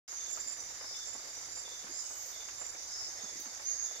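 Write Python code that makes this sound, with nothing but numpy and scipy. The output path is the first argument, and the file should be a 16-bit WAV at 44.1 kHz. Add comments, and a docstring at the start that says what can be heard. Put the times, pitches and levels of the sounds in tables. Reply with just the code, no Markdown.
"""Crickets trilling far and near in a rain forest at night, heard from a stereo microphone among the trees.
Each wing stroke is a short tone, smeared by echoes off trunks and leaves. The closest callers chirp on
the right, far whistles rise out of the chorus, and a katydid buzzes very high.
Water drips from the leaves over a soft wash of air, with a few dull bumps close to the microphone."""
import sys
import numpy as np
from scipy import signal
from scipy.fft import rfft, irfft
from scipy.io import wavfile
from scipy.ndimage import uniform_filter1d

SR = 44100
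rng = np.random.default_rng(int(sys.argv[2]) if len(sys.argv) > 2 else 0)


def int16_out(signal):
    """Quantize to a 16-bit WAV file."""
    q = np.round(np.clip(np.atleast_2d(signal).T, -1, 1) * 32767)
    wavfile.write(sys.argv[1], SR, q.astype(np.int16))


N = 176400

# air all round the microphone: (frequency [Hz], relative spectral level [dB])
AIR_SPECTRUM = [(20, -38), (36, -8.5), (55, 4.5), (72, 11), (105, -9), (180, -13), (330, -4), (700, 0.5),
                (1100, -1.5), (2150, 2), (2600, -7), (3800, -4), (4230, -4), (8000, -9), (9800, -11.5),
                (11600, -9.5), (13200, -14.5), (15800, -24.5)]
# lean of the air: (frequency [Hz], left over right [dB])
AIR_BALANCE = [(60, -2), (400, 3.5), (1200, -3.0), (2700, -1.0), (9000, 0.8)]
# likeness of diffuse sound in the two channels: (frequency [Hz], correlation [-1..1])
COHERENCE = [(60, 0.82), (280, 0.98), (550, 0.45), (1000, -0.035), (2000, -0.023), (12000, 0.018)]
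# close bumps: (time [s], pitch [Hz], relative level [dB])
CLOSE_BUMPS = [(0.462, 288, -64.5), (1.15, 280, -60), (1.841, 264, -60), (1.89, 324, -53.5),
               (3.235, 238, -57.5), (3.322, 346, -62), (3.35, 248, -58), (3.391, 302, -57),
               (3.456, 247, -56)]
# drops on nearby leaves: (time [s], level [dB], centre [Hz])
LEAF_DRIPS = [(.125, -49.5, 790), (.372, -43.5, 970), (.809, -45.5, 900), (.84, -47, 690),
              (1.149, -47.5, 700), (1.19, -51.5, 700), (1.566, -50, 1000), (1.675, -49, 695),
              (1.867, -45.5, 1270), (2.485, -45.5, 1480), (2.613, -46.5, 790), (2.747, -48.5, 600),
              (3.008, -53, 900), (3.243, -49, 646), (3.455, -48, 1490), (3.596, -46, 890),
              (3.907, -49, 700)]
# one crisp tick: (time [s], level [dB], 60 dB decay [s])
CRISP_TICK = (3.398, -50, 0.26)
# stray calls further off: (time [s], length [s], pitch [Hz], level [dB])
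STRAY_CALLS = [(2.02, .05, 2975, -65), (2.125, .06, 2975, -62.5), (2.74, .1, 3560, -61.5),
               (3.38, .06, 3780, -65), (3.52, .04, 3560, -62)]
# one high rasp: (time [s], length [s], level [dB])
STRAY_RASP = [(2.03, 0.11, -51)]
# katydid: (time [s], length [s], pitch [Hz], relative level [dB])
KATYDID_BUZZES = [(.22, .27, 14360, -63.5), (2.065, .27, 13830, -55.5)]
# far whistles: (time [s], length [s], final pitch [Hz], relative level [dB])
RISING_WHISTLES = [(.765, .105, 5325, -48.5), (.87, .095, 5305, -50.5), (1.875, .125, 5140, -52),
                   (2.865, .135, 5333, -44)]
# low two-note calls: (time [s], level [dB])
LOW_CALLS = [(.175, -54.5), (.925, -52), (1.635, -50.5), (2.312, -53), (3.175, -56), (3.848, -54.5)]
# far cricket chorus: (frequency [Hz], relative spectral level [dB])
CHORUS_SPECTRUM = [(3000, -46), (3450, -44), (3800, -14.5), (4080, -22), (4230, -34), (4500, -19),
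                   (4800, -9), (5400, -7), (5600, -5.5), (6250, -4), (6600, -6.5), (6850, -4.5), (7270, -6),
                   (7420, -13), (7750, -34), (8200, -36)]
# lean of the chorus: (frequency [Hz], left over right [dB])
CHORUS_BALANCE = [(3800, -4), (5000, -2), (5800, -4), (6500, -7), (7200, -10.5), (8000, 2)]
# distant trills: (pitch [Hz], pitch spread [Hz], level [dB], strokes [1/s], left over right [dB])
STEADY_TRILLS = [(3644, 6, -70, 15, 4), (3833, 12, -75, 31, 5), (4027, 5, -76, 40, 4),
                 (4380, 26, -68, 31, -1), (4648, 22, -61.5, 29, 0), (4904, 25, -63, 41, 0),
                 (5138, 35, -66, 38, 0), (5315, 40, -65, 45, -1), (5710, 45, -67, 49, -2),
                 (5990, 65, -61.5, 52, -4), (6400, 130, -56, 40, -7), (6637, 10, -60, 25, -5),
                 (7072, 15, -58.5, 24, -6), (7195, 50, -56, 40, -7)]
# near cricket, well to the right: (time [s], length [s], level [dB])
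NEAR_CRICKET = [(.295, .05, -38), (.394, 0.021, -33), (.435, 0.013, -38), (.467, 0.024, -33),
                (.514, 0.02, -38), (1.065, 0.053, -40.5), (1.135, 0.022, -40.5), (1.50, 0.058, -44.5),
                (1.56, 0.048, -43), (1.905, 0.056, -45), (1.955, .07, -42), (2.575, 0.054, -42),
                (2.64, 0.057, -40.5)]
# loud rasping cricket, right: (time [s], length [s], level [dB])
RASPING_CRICKET = [(.09, .15, -43), (.25, 0.12, -44.5), (1.90, 0.11, -47), (2.04, 0.23, -47),
                   (3.652, 0.075, -33), (3.785, 0.023, -31.5), (3.821, 0.038, -32.5)]
# thin-voiced cricket, well to the right: (time [s], length [s], level [dB])
THIN_CRICKET = [(1.04, 0.025, -49), (1.62, .06, -53), (2.46, 0.062, -54), (2.85, 0.21, -55.5),
                (3.08, 0.122, -49.5), (3.215, 0.038, -44), (3.27, .05, -45.5), (3.375, .11, -47.5),
                (3.54, 0.043, -47.5)]
# evenly paced cricket, right of centre: (time [s], length [s], level [dB])
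EVEN_CRICKET = [(.16, 0.039, -43.5), (.565, .06, -45), (.96, 0.054, -49), (1.345, 0.052, -49),
                (1.70, .06, -53.5), (2.26, 0.054, -50), (2.68, 0.037, -54), (3.09, 0.045, -49.5),
                (3.39, 0.047, -47), (3.63, 0.031, -45), (3.79, .06, -49)]
# far rasping cricket, just left of centre: (time [s], length [s], level [dB])
FAR_CRICKET = [(.345, .17, -52), (.78, .16, -55), (1.49, 0.14, -55), (1.885, 0.13, -54),
               (2.93, 0.124, -50.5), (3.62, 0.2, -55)]


def amp(db):
    """Decibels to gain."""
    return 10 ** (np.asarray(db) / 20)


def unit(x):
    """Scales to rms 1."""
    return x / np.sqrt(np.mean(x ** 2) + 1e-20)


def read(points, hz):
    """Reads a table on a log-frequency axis."""
    f, value = np.transpose(points)
    return np.interp(np.log(hz + 1), np.log(f), value)


def add(mix, s, sound):
    """Mixes a sound in at s seconds."""
    part = mix[..., max(0, round(s * SR)):][..., :sound.shape[-1]]
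    part += sound[..., :part.shape[-1]]


def drift(n, rate_hz):
    """Smooth random wander of rms about 1."""
    f = np.fft.rfftfreq(32768, 10 / SR)
    slow = unit(irfft(rfft(rng.standard_normal(32768)) * np.exp(-(f / rate_hz) ** 2)))
    return np.interp(np.arange(n) / 10, np.arange(len(slow)), slow)


def puff(hz, octaves, t60):
    """A dying burst of noise round one pitch, in two channels."""
    t, f = np.arange(SR // 4) / SR, np.fft.rfftfreq(SR // 4, 1 / SR) + 1
    band = np.exp(-.5 * (np.log2(f / hz) / octaves) ** 2)
    noise = irfft(rfft(rng.standard_normal((2, len(t)))) * band, len(t))
    return unit(noise) * np.minimum(t / 0.0016, 1) * amp(-60 * t / t60)


def forest(x, wet, side_db, t60=0.62):
    """Direct sound plus scattered echoes from trunks and leaves; positive side_db is to the left."""
    t = np.arange(SR * 3 // 4) / SR
    taps = rng.standard_normal((2, len(t))) * (rng.random((2, len(t))) < .08) * amp(-60 * t / t60)
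    taps *= np.sqrt(wet) / np.linalg.norm(taps, axis=1, keepdims=True)
    taps[[0, 1], rng.integers(0, 8, size=2)] += np.sqrt(1 - wet)  # direct path
    out = signal.oaconvolve(x[None], taps, axes=1)[:, :N]
    pan = unit(amp(np.array([[side_db], [-side_db]]) / 2))
    return out * x.std() / (out.std(axis=1, keepdims=True) + 1e-12) * pan


def wash(spectrum, balance, flicker_db, patch_db):
    """Diffuse noise from all sides, whose level flickers and drifts in patches."""
    frames, hz = N // 256 + 5, np.fft.rfftfreq(1024, 1 / SR)
    a, b, c, d, patches = rng.standard_normal((frames, len(hz), 5)).T
    patches = unit(uniform_filter1d(uniform_filter1d(patches, size=14, axis=0), size=16, axis=1))
    flicker = unit(uniform_filter1d(rng.standard_normal(frames), size=3))
    likeness, lean = read(COHERENCE, hz)[:, None], amp(read(balance, hz) / 2)[:, None]
    left = a + 1j * b
    right = likeness * left + np.sqrt(1 - likeness ** 2) * (c + 1j * d)
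    bins = np.array([left * lean, right / lean])
    bins *= amp(read(spectrum, hz)[:, None] + patch_db * patches + flicker_db * flicker)
    return unit(signal.istft(bins, nperseg=1024, noverlap=768)[1][:, :N])


def strokes(n, hz, spread_hz, per_s, duty=.7, jitter=.12):
    """Wing strokes: each is a short tone that sags in pitch and fills the duty share of its cycle."""
    cycle = np.cumsum(per_s * (1 + jitter * drift(n, 8.3))) / SR % 1
    progress = np.minimum(cycle / duty, 1)
    pitch = hz + spread_hz * (2 * (.5 - progress) + 0.765 * drift(n, 232))
    return unit(np.sin(np.pi * progress) * np.sin(2 * np.pi * np.cumsum(pitch) / SR))


def chirps(rows, hz, spread_hz, per_s, edge_s=0.0072):
    """Short bursts of back-to-back wing strokes from one caller."""
    out = np.zeros(N)
    for s, length, db in rows:
        t = np.arange(0, length, 1 / SR)
        fade = np.clip(np.minimum(t, length - t) / edge_s, 0, 1)
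        add(out, s, amp(db) * fade * strokes(len(t), hz, spread_hz, per_s, duty=1.0))
    return out


def air():
    """The bed of the place: a soft hiss over a low rumble."""
    return amp(-54) * wash(AIR_SPECTRUM, AIR_BALANCE, flicker_db=0.6, patch_db=1.5)


def bumps(gain_db=5):
    """Soft low knocks near the microphone, almost alike in both channels."""
    out = np.zeros((2, N))
    for s, hz, db in CLOSE_BUMPS:
        mid, side = amp(db + gain_db) * puff(hz, octaves=.4, t60=.1)
        add(out, s, np.array([mid + 0.18 * side, mid - 0.28 * side]))
    return out


def drips(patter_per_s=110, patter_db=-61.5, size_db=3.5):
    """Drops land on leaves: a few clear ones, a patter of far ones, and one crisp tick."""
    near, far = np.zeros((2, N)), np.zeros((2, N))
    for s, db, hz in LEAF_DRIPS:
        add(near, s, amp(db) * puff(hz, octaves=1, t60=.1))
    pitches = np.geomspace(500, 1800, num=8)
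    for hz in pitches:
        lands = rng.random(N) < patter_per_s / len(pitches) / SR
        hits = lands * amp(size_db * np.minimum(rng.exponential(1, N), 2.5))
        far += signal.oaconvolve(hits[None], puff(hz, octaves=0.8, t60=.07), axes=1)[:, :N]
    s, db, t60 = CRISP_TICK
    add(near, s, amp(db) * puff(12700, octaves=0.48, t60=t60))
    return near + amp(patter_db) * unit(far)


def strays():
    """Single pips and one high rasp from further off among the trees."""
    pips = sum(chirps([(s, length, db)], hz, spread_hz=25, per_s=54)
               for s, length, hz, db in STRAY_CALLS)
    pips = forest(pips, wet=0.82, side_db=2, t60=0.39)
    rasp = chirps(STRAY_RASP, hz=7740, spread_hz=210, per_s=140)
    return pips + forest(rasp, wet=.75, side_db=-3, t60=0.75)


def katydid(rise_hz=600, gain_db=0.5):
    """Fast wing strokes near the centre: a very high buzz that swells, climbs a little and fades."""
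    out = np.zeros(N)
    for s, length, hz, db in KATYDID_BUZZES:
        progress = np.arange(0, length, 1 / SR) / length
        buzz = strokes(len(progress), hz + rise_hz * (progress - .5), spread_hz=230, per_s=170)
        add(out, s, amp(db + gain_db) * np.sin(np.pi * progress) * buzz)
    return forest(out, wet=0.56, side_db=0.3, t60=0.65)


def whistles(rise=.13, swell_db=13.5, gain_db=4.5):
    """Far whistles that swell as they slide up, reaching the microphone mostly as echo."""
    out = np.zeros(N)
    for s, length, hz, db in RISING_WHISTLES:
        progress = np.arange(0, length, 1 / SR) / length
        slide = np.maximum(1 - progress / .6, 0) ** 1.3  # 1 at the start, 0 at the final pitch
        waver = (.003 + .03 * slide) * drift(len(progress), 250)
        pitch = hz * (1 - rise * slide + waver)
        tone = np.sqrt(2) * np.sin(2 * np.pi * np.cumsum(pitch) / SR)
        fade = np.clip(np.minimum(progress, 1 - progress) / 0.073, 0, 1)
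        add(out, s, amp(db + gain_db - swell_db * slide) * fade * tone)
    return forest(out, wet=0.99, side_db=0, t60=.85)


def low_chirps(note_s=0.0563, spacing_s=0.066):
    """A distant two-note call, repeated about every three quarters of a second."""
    notes = [(s + k * spacing_s, note_s, db) for s, db in LOW_CALLS for k in range(2)]
    calls = chirps(notes, hz=3550, spread_hz=56, per_s=88.3, edge_s=0.013)
    return forest(calls, wet=.88, side_db=1, t60=0.53)


def chorus():
    """Crickets so many and so far off that they merge into a band of noise."""
    return amp(-48) * wash(CHORUS_SPECTRUM, CHORUS_BALANCE, flicker_db=1.6, patch_db=1.0)


def trills(swell_db=2.3):
    """Distant crickets whose wings never stop, each wandering in level."""
    out = np.zeros((2, N))
    for hz, spread_hz, db, per_s, side_db in STEADY_TRILLS:
        trill = amp(db + swell_db * drift(N, 3.6)) * strokes(N, hz, spread_hz, per_s)
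        out += forest(trill, wet=0.63, side_db=side_db)
    return out


def crickets():
    """Five callers, each with its own pitch, stroke rate and place round the microphone."""
    near = chirps(NEAR_CRICKET, hz=7180, spread_hz=65, per_s=72, edge_s=0.0087)
    out = forest(near, wet=0.72, side_db=-12.5, t60=0.28)
    rasping = chirps(RASPING_CRICKET, hz=6520, spread_hz=172, per_s=125)
    out += forest(rasping, wet=0.65, side_db=-9, t60=0.56)
    thin = chirps(THIN_CRICKET, hz=6510, spread_hz=42, per_s=41)
    out += forest(thin, wet=0.32, side_db=-13)
    even = chirps(EVEN_CRICKET, hz=6025, spread_hz=41, per_s=34)
    out += forest(even, wet=0.66, side_db=-6, t60=0.4)
    far = chirps(FAR_CRICKET, hz=4920, spread_hz=195, per_s=110)
    return out + forest(far, wet=0.83, side_db=2, t60=0.57)


def scene():
    """The chorus, its single callers and the damp forest, as they meet at the microphone."""
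    return (chorus() + air() + trills() + crickets() + low_chirps()
            + whistles() + katydid() + strays() + drips() + bumps())


def record(dry):
    """The microphone is switched on after a moment, and the highest treble is cut off."""
    start_s, cutoff_hz = .078, 15800
    switch = np.clip((np.arange(N) / SR - start_s) / 0.0018, 0, 1)
    lowpass = signal.firwin(511, cutoff_hz, window=("kaiser", 9), fs=SR)
    return signal.oaconvolve(dry * switch, lowpass[None], "same")


dry = scene()
out = record(dry)
int16_out(out)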